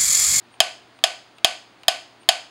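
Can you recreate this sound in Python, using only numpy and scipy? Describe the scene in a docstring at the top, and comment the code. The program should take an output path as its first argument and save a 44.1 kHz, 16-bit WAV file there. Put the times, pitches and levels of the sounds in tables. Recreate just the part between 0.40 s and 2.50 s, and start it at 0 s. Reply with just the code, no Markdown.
"""A low mains hum, soft room air and faint high whines are heard first, as steady sines and coloured noise.
Then a clockwork metronome ticks, slightly lopsided and close: before each beat the escapement squeaks
(a wavering sine) and slips with a tiny click (a decaying noise burst). The beat strikes, and the hollow wooden
case and steel works ring as damped modes with a noisy rattle. A near surface echoes the ticks, the room
answers with a diffuse noise tail, and the loudest peaks overload."""
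import sys
import numpy as np
from scipy import signal
from scipy.fft import rfft, irfft
from scipy.io import wavfile
from scipy.ndimage import uniform_filter1d

SR = 44100
rng = np.random.default_rng(int(sys.argv[2]) if len(sys.argv) > 2 else 0)


def output_pcm(signal):
    """Save a mono or channel-first signal as 16-bit PCM at the path in sys.argv[1].

    Samples are clipped to [-1, 1] before scaling.
    """
    pcm = np.clip(np.atleast_2d(signal).T, -1, 1) * 32767
    wavfile.write(sys.argv[1], SR, np.round(pcm).astype(np.int16))


N = 92610  # length [samples]

# Levels are relative and apply ahead of record().
# colour of the room air: (frequency [Hz], spectral level [dB])
AIR_COLOUR = [(25, -22.5), (60, -13), (160, -8), (230, -2.5), (320, 2), (500, -6.5), (680, -1), (1200, -5),
              (2700, -9.5), (4800, -14), (5700, -24.5), (6600, -21.5), (8000, -29.5), (11000, -34.5),
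              (14000, -41.5)]
AIR_RMS_DB = -54
# mains hum and two thin whines: (frequency [Hz], peak level [dB])
STEADY_TONES = [(119.6, -66), (8861, -76.5), (15682, -83)]

# squeaks of the escapement: (time of the loudest point [s], peak level [dB])
SQUEAK_SWELLS = [(.140, -58.5), (0.574, -71), (.980, -66), (1.415, -71), (1.820, -61)]
SQUEAK_HZ, SQUEAK_WAVER_RMS_HZ = 8866, 12
SQUEAK_WIDTH_S = 0.02  # from the peak to 1/e of it

# slips of the escapement before the beats: (time [s], strength [dB])
ESCAPEMENT_SLIPS = [(.1410, -47.5), (.5895, -45), (.9840, -42), (1.4340, -38), (1.8323, -46)]
# colour of the dull slip click: (frequency [Hz], spectral level [dB])
SLIP_COLOUR = [(200, 1), (700, 33), (1900, 18.5), (2600, 31.5), (3400, 29), (4600, 17.5), (5700, 5),
               (7000, 13), (11000, 2), (14000, -10)]
SLIP_T60_S = 0.029

# beats of the metronome: (time [s], strength [dB], side of the swing [0 or 1])
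METRONOME_BEATS = [(0.2034, 1.5, 0), (0.6392, 0.5, 1), (1.0459, 1.48, 0), (1.482, 0.74, 1), (1.8892, 2, 0)]
# modes of the wooden case: (frequency [Hz], level [dB], t60 [s])
CASE_MODES = [(667.1, -4.5, .03), (716.3, -4, 0.022), (921, -25, .04), (1139, -22, 0.046),
              (1505, -35.5, 0.28), (1671, -17, 0.017), (1836, -17.5, .028), (2450, -17.5, .02),
              (2586, -12.5, 0.032), (3073, -11, .028), (3343, 0, 0.0099)]
# modes of the steel works: (frequency [Hz], level [dB], t60 [s])
WORKS_MODES = [(3800, -16.5, 0.027), (4022, -22.5, 0.057), (4530, -13, 0.027), (4660, -37, .03),
               (4993, -15.5, .032), (5230, -17, 0.02), (6470, -14.5, .016), (6655, -21, 0.034),
               (7190, -18, .018), (8690, -30, .018), (9550, -28, .014), (11110, -14.5, 0.0053),
               (14400, -7.5, 0.0014)]
# standard deviations of mode level: from blow to blow, and of the lean added on one side, taken off the other
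BLOW_SPREAD_DB, SIDE_LEAN_DB = 1.72, 0.28
# colour of the rattle of dense small modes: (frequency [Hz], spectral level [dB])
RATTLE_COLOUR = [(100, -24), (450, -16.5), (800, 3.5), (1350, 12), (2050, 10), (2800, 18), (3300, 16.5),
                 (4200, 16.5), (5200, 18.5), (5650, -2), (6400, 12), (8200, 7.5), (9300, 9), (11300, 0.5),
                 (12100, -13), (14200, -9), (16000, -25)]
RATTLE_T60_S = 0.035
RATTLE_CHANGE = 0.47  # share of the power that differs from blow to blow
CASE_LOW_CUT_HZ = 523  # so small a case radiates no bass
ECHO_S, ECHO_DB = 0.0068, -24.5  # one reflection from a near surface

# the room's answer to the crack a beat throws out on all sides: (frequency [Hz], spectral level [dB])
CRACK_ANSWER = [(100, -27.5), (430, -8.5), (540, 7), (660, 17.5), (760, 19.5), (850, 7.5), (1150, 8),
                (1330, 5.5), (1800, 12.5), (2150, 11.5), (2550, 15.5), (2900, 15), (3250, 15.5), (3600, 6),
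                (4600, 12.5), (5120, 10), (5330, 1), (5700, -1.5), (6400, 6.5), (8200, -1), (9600, -2.5),
                (11200, -11.5), (12100, -18), (14200, -28.5), (15000, -52)]
# the room's answer to the ringing: (frequency [Hz], spectral level [dB])
RINGING_ANSWER = [(80, -24.5), (300, 3.5), (600, -9.5), (750, -12.5), (1200, -7.5), (2050, -16.5),
                  (2600, -16.5), (3300, -18.5), (4200, -16.5), (5000, -17), (7000, -17.5), (9500, -18),
                  (14000, -26.5), (15500, -39.5)]
# decay of the room: (band centre [Hz], t60 [s])
ROOM_DECAY = [(300, 0.33), (700, 0.38), (2000, 0.34), (5000, 0.42), (9000, 0.34), (14000, 0.29)]
ROOM_DELAY_S, ROOM_BUILD_S = 0.0038, 0.0054

CLIP_LEVEL, CLIP_HARDNESS = 1, 13
CUTOFF_HZ = 16500


def from_db(db):
    """Logarithmic level: decibels become an amplitude gain."""
    return 10 ** (np.asarray(db) / 20)


def at_hz(points, hz):
    """Logarithmic frequency scale: read a table by linear interpolation along it."""
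    table_hz, value = np.transpose(points)
    return np.interp(np.log(np.maximum(hz, 1)), np.log(table_hz), value)


def coloured(colour, size):
    """Spectral shaping: white noise of unit spread is weighted frequency by frequency."""
    white = rng.standard_normal(size)
    gain = from_db(at_hz(colour, np.fft.rfftfreq(size, 1 / SR)))
    return irfft(rfft(white) * gain, size)


def dying(t, t60):
    """Exponential damping: the level falls 60 dB in t60; the envelope has unit energy."""
    fall = from_db(-60 * t / t60)
    return fall / np.sqrt(np.sum(fall ** 2))


def add(out, s, sound):
    """Superposition: mix a sound in at a time in seconds."""
    part = out[max(int(s * SR), 0):][:len(sound)]
    part += sound[:len(part)]


def background():
    """Stationary sound: coloured noise for room air, constant sines for mains hum and whines."""
    t = np.arange(N) / SR
    air = coloured(AIR_COLOUR, N)
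    out = from_db(AIR_RMS_DB) * air / air.std()
    for hz, db in STEADY_TONES:
        out += from_db(db) * np.sin(2 * np.pi * (hz * t + rng.random()))
    return out


def squeak():
    """Sliding friction of steel on steel: a thin, frequency-modulated tone swells and fades before each beat."""
    t = np.arange(N) / SR
    swell = sum(from_db(db) * np.exp(-((t - s) / SQUEAK_WIDTH_S) ** 2) for s, db in SQUEAK_SWELLS)
    waver = uniform_filter1d(rng.standard_normal(N), size=400)  # noise smoothed over 9 ms
    hz = SQUEAK_HZ + SQUEAK_WAVER_RMS_HZ * waver / waver.std()
    return swell * np.sin(2 * np.pi * np.cumsum(hz) / SR)


def slips():
    """Impact noise: the slipping escapement gives a soft, decaying noise burst before each beat."""
    t = np.arange(SR // 20) / SR
    out = np.zeros(N)
    for s, strength_db in ESCAPEMENT_SLIPS:
        click = coloured(SLIP_COLOUR, len(t)) * dying(t, SLIP_T60_S)
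        add(out, s, from_db(strength_db) * click)
    return out


def blows():
    """Modal superposition: each beat excites the same damped modes, a little differently on each side."""
    t = np.arange(SR // 6) / SR
    hz, db, t60 = np.transpose(CASE_MODES + WORKS_MODES)
    decay = np.exp(-np.log(1000) * t / t60[:, None])
    rings = np.sin(2 * np.pi * hz[:, None] * t) * decay
    signs = -(-1) ** np.arange(len(hz))  # neighbouring modes start in opposite phase
    lean_db = rng.normal(0, SIDE_LEAN_DB, len(hz))
    shared_rattle = coloured(RATTLE_COLOUR, len(t))
    out = np.zeros(N)
    for s, strength_db, side in METRONOME_BEATS:
        side_db = lean_db if side > 0.5 else -lean_db
        blow_db = rng.normal(0, BLOW_SPREAD_DB, len(hz))
        gains = signs * from_db(db + side_db + blow_db)
        fresh_rattle = coloured(RATTLE_COLOUR, len(t))
        rattle = np.sqrt(1 - RATTLE_CHANGE) * shared_rattle + np.sqrt(RATTLE_CHANGE) * fresh_rattle
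        ringing = gains @ rings
        add(out, s, from_db(strength_db) * (ringing + rattle * dying(t, RATTLE_T60_S)))
    return out


def cracks():
    """Impulse excitation: one single-sample click for each beat, to drive the room."""
    out = np.zeros(N)
    for s, strength_db, _ in METRONOME_BEATS:
        add(out, s, from_db([strength_db]))
    return out


def room(x, colour):
    """Diffuse reverberation: convolve with a noise tail that builds up quickly and decays band by band."""
    t = np.arange(SR // 2) / SR
    hz = np.fft.rfftfreq(len(t), 1 / SR)
    diffuse = rfft(coloured(colour, len(t)))
    centres = [centre for centre, _ in ROOM_DECAY]
    tail = np.zeros(len(t))
    # each row of the identity picks one band, which cross-fades into its neighbours
    for (_, t60), pick in zip(ROOM_DECAY, np.eye(len(centres))):
        weight = at_hz(list(zip(centres, pick)), hz)
        tail += irfft(diffuse * weight, len(t)) * dying(t, t60)
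    onset = np.clip((t - ROOM_DELAY_S) / ROOM_BUILD_S, 0, 1)
    return signal.fftconvolve(x, tail * onset)[:N]


def scene():
    """Superposition of background, squeak, ticks with their near echo, and the room's answers."""
    low_cut = signal.butter(4, CASE_LOW_CUT_HZ, "high", fs=SR, output="sos")
    ticks = signal.sosfilt(low_cut, slips() + blows())
    answers = room(ticks, RINGING_ANSWER) + room(cracks(), CRACK_ANSWER)
    out = background() + squeak() + ticks + answers
    add(out, ECHO_S, from_db(ECHO_DB) * ticks)
    return out[None]


def record(dry):
    """Saturation and band limiting: the loudest peaks are flattened, then the top is cut."""
    # the 0.5 lifts quiet sound by about half a decibel
    bend = 0.5 + np.abs(dry / CLIP_LEVEL) ** CLIP_HARDNESS
    clipped = dry / bend ** (1 / CLIP_HARDNESS)
    top_cut = signal.ellip(10, 0.1, 80, CUTOFF_HZ, fs=SR, output="sos")
    return signal.sosfilt(top_cut, clipped)


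dry = scene()
out = record(dry)
output_pcm(out)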